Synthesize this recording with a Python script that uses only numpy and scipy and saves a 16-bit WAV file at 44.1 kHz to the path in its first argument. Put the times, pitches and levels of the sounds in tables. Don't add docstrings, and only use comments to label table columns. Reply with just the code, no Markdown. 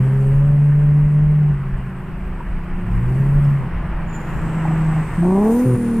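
import sys
import numpy as np
from scipy import signal
from scipy.fft import rfft, irfft
from scipy.io import wavfile
from scipy.ndimage import uniform_filter1d

SR = 44100
rng = np.random.default_rng(int(sys.argv[2]) if len(sys.argv) > 2 else 0)


def gain_from_db(level_db):
    decades = np.asarray(level_db, float) / 20
    return 10 ** decades


def output_pcm(signal):
    pcm = np.clip(np.atleast_2d(signal).T, -1, 1) * 32767
    wavfile.write(sys.argv[1], SR, np.round(pcm).astype(np.int16))


N = 264600

# (time [s], firing rate [Hz], firing tone [dB], throttle [0-1])
DRONE_PULLS = [
    [(0.0, 128.7, -14.5, .9), (0.12, 134, -15, .9), (0.29, 136, -14, 1), (0.48, 143.5, -12, .6),
     (1.38, 150, -13.3, .2), (1.5, 146.6, -13.5, .1), (1.57, 138, -21.5, 0), (1.8, 131.8, -27, 0),
     (2.25, 130.8, -42, 0)],
    [(2.75, 93.3, -46, .2), (2.84, 102.8, -28.5, .2), (2.95, 113.5, -22, .6), (3.2, 135.1, -15.5, 1.05),
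     (3.38, 143.3, -14.3, .9), (3.5, 141.5, -14, .85), (3.57, 139, -16.5, .6), (3.65, 128.2, -26, .25),
     (3.83, 126.1, -53, 0)],
]
# (frequency [Hz], level [dB])
CABIN_RESPONSE = [(200, -8), (250, -26), (300, -29), (370, -25), (405, -20.5), (425, -29), (575, -29.5),
                  (600, -33)]
# (time [s], firing tone [dB])
CRUISE_LEVEL = [(0.0, -26), (0.2, -39), (0.65, -48), (0.95, -35), (2.62, -35), (2.76, -27), (3.2, -29.5),
                (3.4, -36), (3.7, -31), (4.38, -29), (4.47, -22.5), (4.74, -17.5), (5.015, -16.5),
                (5.028, -28), (5.1, -27), (5.165, -35)]
# (time [s], firing rate [Hz], firing tone [dB], pipe pressure [0-1])
REV_COURSE = [
    (5.18, 165.9, -15.5, .1),
    (5.215, 171, -14, .2),
    (5.245, 176, -15, 1),
    (5.34, 190.9, -15.5, 1),
    (5.49, 223.5, -15, 1.05),
    (5.59, 246.4, -15.5, .62),
    (5.66, 255.3, -15.5, .4),
    (5.77, 243, -21.5, .1),
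    (6.0, 226, -17.5, .1),
]
# (level [dB], lag [cycles])
BANK_TONES = [(0.1, -.175), (-11, .03)]
# (order [sixths of firing rate], level [dB])
CYLINDER_TONES = [(1, -18.5), (2, -18), (4, -9), (5, 2.1), (7, -3), (8, -3.5), (9, -8), (10, -11),
                  (11, -4.5), (13, -9), (14, -17)]
# (frequency [Hz], level [dB])
PIPE_COLOUR = [(450, -10), (600, 3), (700, 0), (800, 2.5), (900, 1), (1000, 0), (1150, -7), (1350, -28.5),
               (2000, -51)]
# (time [s], middle frequency [Hz], level [dB])
TURBO_WHISTLE = [
    (4.3, 7650, -64),
    (4.5, 7930, -58),
    (4.85, 8140, -58),
    (5.05, 8290, -56),
    (5.2, 8550, -55),
    (5.42, 8900, -54),
    (5.6, 9300, -51),
    (5.75, 9450, -52),
    (6, 9600, -58),
]
# (time [s], peak level [dB], rise [s per 10 dB], fall [s
# per 10 dB])
AIR_PUFFS = [
    (4.29, -63, .09, .2),
    (5.366, -56, .03, .03),
    (5.45, -51, .015, .1),
    (5.52, -46.5, .06, .2),
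    (5.6, -47, .15, .07),
    (5.68, -55, .05, .2),
]
# (frequency [Hz], density [dB per Hz])
RELEASE_COLOUR = [(2060, -26.5), (3500, -10.5), (4340, -13), (6360, -5), (9080, -3.5), (11000, -4.5),
                  (12400, -2), (13600, -5.5), (15200, -6)]
# (time [s], peak level [dB], rise [s per 10 dB], fall [s per 10 dB])
BRAKE_SQUEAK = [
    (4.1, -56, .025, .035),
    (4.158, -45, .032, .03),
    (4.2, -59, .01, .2),
]
# (time [s], peak level [dB], ring [Hz], t60 [s])
TRIM_KNOCKS = [
    (2.405, -23, 959, 0.047),
    (4.652, -14, 830, 0.035),
    (4.707, -22.5, 739, 0.068),
    (5.229, -20, 684, 0.04),
               (3.447, -51, 5250, .04),
    (3.932, -28, 900, .03),
    (4.885, -28, 660, .04),
    (4.925, -28, 780, .04),
    (4.962, -27, 810, .04),
]
# (time [s], peak level [dB], rise and fall [s per 10 dB])
WINDOW_GUSTS = [(.36, -20.5, .22), (.52, -22, .12), (.85, -23, .2), (1.05, -17.5, .05), (1.27, -19, .08),
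                (1.53, -22.5, .12), (1.75, -19.5, .1), (2.3, -23, .3), (2.54, -18.5, .09), (2.74, -20, .08),
                (2.96, -17.5, .13), (3.09, -20, .15), (3.37, -18, .14), (3.77, -20, .15),
                (3.95, -21.5, .25), (4.38, -22.5, .2), (4.85, -25, .4), (5.18, -26, .4)]
# (frequency [Hz], density [dB per Hz])
BUFFET_COLOUR = [(8.8, -30), (15, -3.5), (38, -7), (56, -9.5), (76, -18.5), (108, -21), (130, -17.5),
                 (170, -41), (290, -120)]
# (time [s], tyre roar [dB])
TRAFFIC_LEVEL = [
    (0, -38.5),
    (.6, -41.5),
    (2.1, -41.5),
    (2.9, -39),
    (3.75, -36.5),
    (4.3, -34.5),
    (4.7, -32.5),
    (5.2, -34.5),
    (5.27, -38.5),
    (6, -38.5),
]
# (frequency [Hz], density [dB per Hz])
TYRE_COLOUR = [(53, -32), (90, -8.5), (123, -9), (179, -2.5), (277, -22), (354, -15.5), (478, -21.5),
               (884, -19), (982, -17.5), (1320, -21.5), (1850, -23), (2320, -28.5), (2820, -32),
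               (3670, -47.5), (6000, -55), (7800, -88.5), (13200, -120)]
# (frequency [Hz], density [dB per Hz])
INTAKE_COLOUR = [(2650, -35.5), (4500, -5.5), (5330, -10), (6270, -9.5), (7200, -6.5), (7810, -1),
                 (8560, 0.5), (10900, -9.5), (12000, -8.5), (13400, -4), (15200, -14.5)]
# (frequency [Hz], density [dB per Hz])
STREET_COLOUR = [(2060, -35), (3500, -8), (5380, -9), (5900, -9), (7100, -5), (8130, -4.5), (9030, -7),
                 (10600, -12), (13100, -11), (15200, -15)]
# (time [s], peak level [dB], rise [s per 10 dB], fall [s per 10 dB])
DRAUGHT_GUSTS = [
    (1.1, -48, 1, 1),
    (3.5, -36, .35, .2),
    (4.35, -40.5, .3, .35),
]
# (frequency [Hz], density [dB per Hz])
PORT_COLOUR = [(15, -1), (50, -4.5), (110, -12), (250, -31.5), (500, -73)]
# (frequency [Hz], likeness [0-1])
LIKENESS = [(60, 1), (110, .995), (200, .995), (380, 1), (690, 0.97), (1280, 0.95), (2360, 0.86),
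            (4350, 0.13), (8020, 0.14), (14800, 0.35)]


def evened(x):
    return x / np.sqrt(np.mean(x ** 2) + 1e-20)


def blend(ends, share):
    return ends[0] + (ends[1] - ends[0]) * share


def read(points, hz):
    f, value = np.transpose(points)
    return np.interp(np.log(hz + 1), np.log(f + 1), value)


def follow(rows):
    s, *columns = np.transpose(rows)
    t = np.arange(N) / SR
    gate = uniform_filter1d(1. * (t >= s[0]) * (t <= s[-1]), size=300, mode="nearest")
    return gate, [np.interp(t, s, c) for c in columns]


def swells(rows, floor_db=-120):
    t = np.arange(N) / SR
    peaks = []
    for s, db, *slopes in rows:
        peaks.append(db - 10 * np.maximum((s - t) / slopes[0], (t - s) / slopes[-1]))
    return np.maximum(np.max(peaks, axis=0), floor_db)


def wander(hz):
    lowpass = signal.butter(2, hz, fs=SR / 64, output="sos")
    coarse = signal.sosfilt(lowpass, rng.standard_normal(N // 64 + 2))
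    return evened(np.interp(np.arange(N) / 64, np.arange(len(coarse)), coarse))


def noise(spectrum, patchy_db, flicker_db, size=1024):
    frames, hz = 4 * N // size + 5, np.fft.rfftfreq(size, 1 / SR)
    a, b, c, d, patches = rng.standard_normal((frames, len(hz), 5), dtype=np.float32).T
    patches = uniform_filter1d(patches, size=10, axis=0)
    patches = evened(uniform_filter1d(patches, size=10, axis=1))
    same = np.clip(read(LIKENESS, hz), 0, 1)[:, None]
    mid = np.sqrt(1 + same) * (a + 1j * b)
    side = np.sqrt(1 - same) * (c + 1j * d)
    flicker = flicker_db * rng.standard_normal(frames)
    level_db = read(spectrum, hz)[:, None] + patchy_db * patches + flicker
    z = np.array([mid + side, mid - side]) * gain_from_db(level_db)
    return evened(signal.istft(z, nperseg=size, noverlap=3 * size // 4)[1][:, :N])


def resonate(x, hz, width_hz):
    turn = np.exp(2j * np.pi * np.cumsum(hz * np.ones(N)) / SR)
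    r = np.exp(-np.pi * width_hz / SR)
    smooth = signal.lfilter([1], [1, -2 * r, r * r], x * turn.conj())
    return evened((turn * smooth).real)


def tone(turns, db, rough_db, lag=None):
    lag = rng.random() if lag is None else lag
    strength = np.sqrt(2) * gain_from_db(db + rough_db * wander(33))
    return strength * np.cos(2 * np.pi * (turns - lag))


def cycle_tones(turns, below_db, above_db):
    out = np.zeros(N)
    for k, db in CYLINDER_TONES:
        out += tone(k / 6 * turns, db + (below_db if k < 6 else above_db), 0.98)
    return out


def drone():
    pulls_db, overtone_follow = (-2, -3.5), .8
    climb_db, shut_db, broken_db = .3, 10, 1.5
    bank_shut_db, bank_open_db = -50, -33
    out = np.zeros(N)
    for rows, pull_db in zip(DRONE_PULLS, pulls_db):
        gate, (hz, first_db, opening) = follow(rows)
        turns = np.cumsum(hz * (1 + .002 * wander(20))) / SR
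        load_db = overtone_follow * (first_db + 13) - 13 + pull_db
        climb_hz_per_s = uniform_filter1d(np.gradient(hz) * SR, size=3000)
        load_db += np.clip(climb_db * (climb_hz_per_s - 7), -5, 1.5)
        load_db -= shut_db * np.clip(1 - opening / .12, 0, 1)
        firing = tone(turns, first_db, 0.87)
        for k in (2, 3, 4):
            overtone_db = load_db + read(CABIN_RESPONSE, k * hz) + broken_db * wander(4)
            firing += tone(k * turns, overtone_db, 0.7 * k)
        bank_db = blend((bank_shut_db, bank_open_db), opening)
        banks = tone(3 / 2 * turns, np.minimum(bank_db, first_db - 18.5), 2.4)
        banks += tone(5 / 2 * turns, bank_db - 12.5, 2.5)
        out += gate * (firing + banks + tone(5 * turns, load_db - 43.0, 5.0))
    return out


def throttle():
    return sum(gate * columns[-1] for gate, columns in map(follow, DRONE_PULLS))


def rev():
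    cut_s, cut_length_s, cut_edge_s = 5.652, .108, .012
    cut_loss_db, cut_bank_db, even_bank_db = -4.5, -15, -46
    after_bank_db, settle_db_per_s = -29, 30
    peaked_db, rasp_ends_db = (-35, -22), (-57, -36.5)
    uneven_ends_db = (-35, -30)
    gate, (hz, first_db, pressure) = follow(REV_COURSE)
    since = np.arange(N) / SR - cut_s
    began = np.clip(since / cut_edge_s + .5, 0, 1)
    ended = np.clip((since - cut_length_s) / cut_edge_s + .5, 0, 1)
    cut = began - ended
    first_db = first_db + cut_loss_db * cut
    second_db = blend(peaked_db, pressure) + 3.0 * cut
    rasp_db = blend(rasp_ends_db, pressure) - 1.5 * cut
    settling_db = after_bank_db - settle_db_per_s * (since - cut_length_s)
    bank_db = (1 - began) * even_bank_db + cut * cut_bank_db + ended * settling_db
    turns = np.cumsum(hz * (1 + .003 * wander(25))) / SR
    out = tone(turns, first_db, 0.21, lag=0) + tone(2 * turns, second_db, 1.7, lag=0)
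    out += gain_from_db(rasp_db + 9.0) * rasp(turns)
    for k, (db, lag) in enumerate(BANK_TONES):
        out += tone((k + .5) * turns, bank_db + db, .7, lag)
    out += cycle_tones(turns, blend(uneven_ends_db, ended), second_db / 2 - 21.0 + 3.0 * ended)
    return gate * out


def rasp(turns):
    jitter_samples, spread_db, echo_s = 9.0, 3.5, .0062
    fired = np.flatnonzero(np.diff(np.floor(turns + .1)) > 0)
    chance = rng.uniform(-0.91, 1, (len(fired), 2))
    at = np.clip(fired + (jitter_samples * chance[:, 0]).astype(int), 0, N - 1)
    cracks = np.zeros(N)
    cracks[at] = gain_from_db(spread_db * chance[:, 1])
    cracks += .3 * np.roll(cracks, round(echo_s * SR))
    puffs = .085 * np.exp(-((turns + .1) % 1) / .4) * rng.standard_normal(N)
    pipe = gain_from_db(read(PIPE_COLOUR, np.fft.rfftfreq(N, 1 / SR)))
    return evened(irfft(rfft(cracks + puffs) * pipe, N))


def cruise():
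    start_hz, sag_hz_per_s = 205, 9.7
    second_base_db, second_follow, uneven_base_db, lope_db = -24.5, .72, -37.5, 2
    gate, (first_db,) = follow(CRUISE_LEVEL)
    hz = start_hz - sag_hz_per_s * np.arange(N) / SR
    turns = np.cumsum(hz * (1 + .001 * wander(20))) / SR
    uneven_db = uneven_base_db + 0.3 * (first_db + 27) + lope_db * wander(3)
    uneven_db = np.minimum(uneven_db, first_db - 2.5)
    second_db = second_base_db + second_follow * first_db + lope_db * wander(3)
    out = tone(turns, first_db, 0.83) + tone(2 * turns, second_db, 2.0)
    return gate * (out + cycle_tones(turns, uneven_db, uneven_db - 6.5))


def lorry():
    split_ends_hz = [480, 60]
    strand_db, strand_sway_db = -4, 2
    breath = rng.standard_normal((2, N))
    breath = breath + 0.37 * breath[::-1]
    gate, (hz, db) = follow(TURBO_WHISTLE)
    split_hz = np.interp(hz, [hz[0], hz[-1]], split_ends_hz)
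    upper = gain_from_db(strand_db + strand_sway_db * wander(4)) * resonate(breath, hz + split_hz / 2, 300)
    lower = resonate(breath, hz - split_hz / 2, 380)
    whistle = gate * gain_from_db(db + 0.99 * wander(40)) * (upper + lower)
    puff = gain_from_db(swells(AIR_PUFFS) + 5.0) * noise(RELEASE_COLOUR, patchy_db=2.0, flicker_db=0.0, size=512)
    squeak = resonate(breath, 7070, 220) + gain_from_db(-20.5) * resonate(breath, 14150, 300)
    chatter = gain_from_db(swells(BRAKE_SQUEAK) + 1.0 + 2.1 * wander(60))
    return whistle + puff + chatter * squeak


def knocks():
    out, t = np.zeros(N), np.arange(3000) / SR
    for s, db, hz, t60 in TRIM_KNOCKS:
        ring = gain_from_db(db - 60 * t / t60) * (1 - np.exp(-t / 0.0012)) * np.sin(2 * np.pi * hz * t)
        out[round(s * SR):][:len(t)] += 1.26 * ring
    return out


def buffeting():
    gusts = np.tanh(.9 * noise(BUFFET_COLOUR, patchy_db=.1, flicker_db=.1, size=4096))
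    gusts = signal.sosfiltfilt(signal.butter(3, 110, fs=SR, output="sos"), gusts)
    return gain_from_db(swells(WINDOW_GUSTS, floor_db=-33)) * evened(gusts)


def tyres(roar_db):
    whine_db, whine_follow = -50.5, .65
    tread = noise(TYRE_COLOUR, patchy_db=0.94, flicker_db=0.7)
    roar = signal.sosfiltfilt(signal.butter(2, 2000, fs=SR, output="sos"), tread)
    whine = gain_from_db(whine_db + whine_follow * (roar_db + 40) + 17.0) * (tread - roar)
    return gain_from_db(roar_db + 6.0) * roar + whine


def hiss(roar_db):
    intake_ends_db = (-72.5, -64)
    street_base_db, street_follow, street_db_per_s = -64, .1, 4
    t = np.arange(N) / SR
    facing = np.clip((t - 4.05) / .2, 0, 1)
    intake_db = blend(intake_ends_db, throttle())
    street_db = street_base_db + street_follow * (roar_db + 40) + street_db_per_s * (t - 4.6)
    intake = gain_from_db(intake_db + 8.5) * noise(INTAKE_COLOUR, patchy_db=2.0, flicker_db=-0.5, size=512)
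    street = gain_from_db(street_db + 7.5) * noise(STREET_COLOUR, patchy_db=0.1, flicker_db=1.2, size=512)
    return np.sqrt(1 - facing) * intake + np.sqrt(facing) * street


def air():
    roar_db = follow(TRAFFIC_LEVEL)[1][0]
    return buffeting() + tyres(roar_db) + hiss(roar_db)


def draught():
    lumps_db = swells(DRAUGHT_GUSTS, floor_db=-55) + 4.0 * wander(8)
    gust = gain_from_db(lumps_db) * noise(PORT_COLOUR, patchy_db=4.2, flicker_db=0.0, size=2048)[0]
    return np.array([gust, -gust])


def scene():
    engines = drone() + cruise() + rev() + knocks()
    door = signal.butter(3, [300, 620], "band", fs=SR, output="sos")
    side = 0.049 * signal.sosfilt(door, engines)
    return np.array([engines + side, engines - side]) + air() + draught() + lorry()


def roll_off(x):
    return signal.sosfilt(signal.butter(12, 15380, fs=SR, output="sos"), x)


def record(dry):
    ease_s, edge_hz = .004, 15450
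    eased = dry * np.sin(np.pi / 2 * np.minimum(np.arange(N) / (ease_s * SR), 1)) ** 2
    lowpass = signal.firwin(511, edge_hz, window=("kaiser", 9), fs=SR)
    limited = signal.oaconvolve(eased, lowpass[None], "same")
    return roll_off(limited)


dry = scene()
out = record(dry)
output_pcm(out)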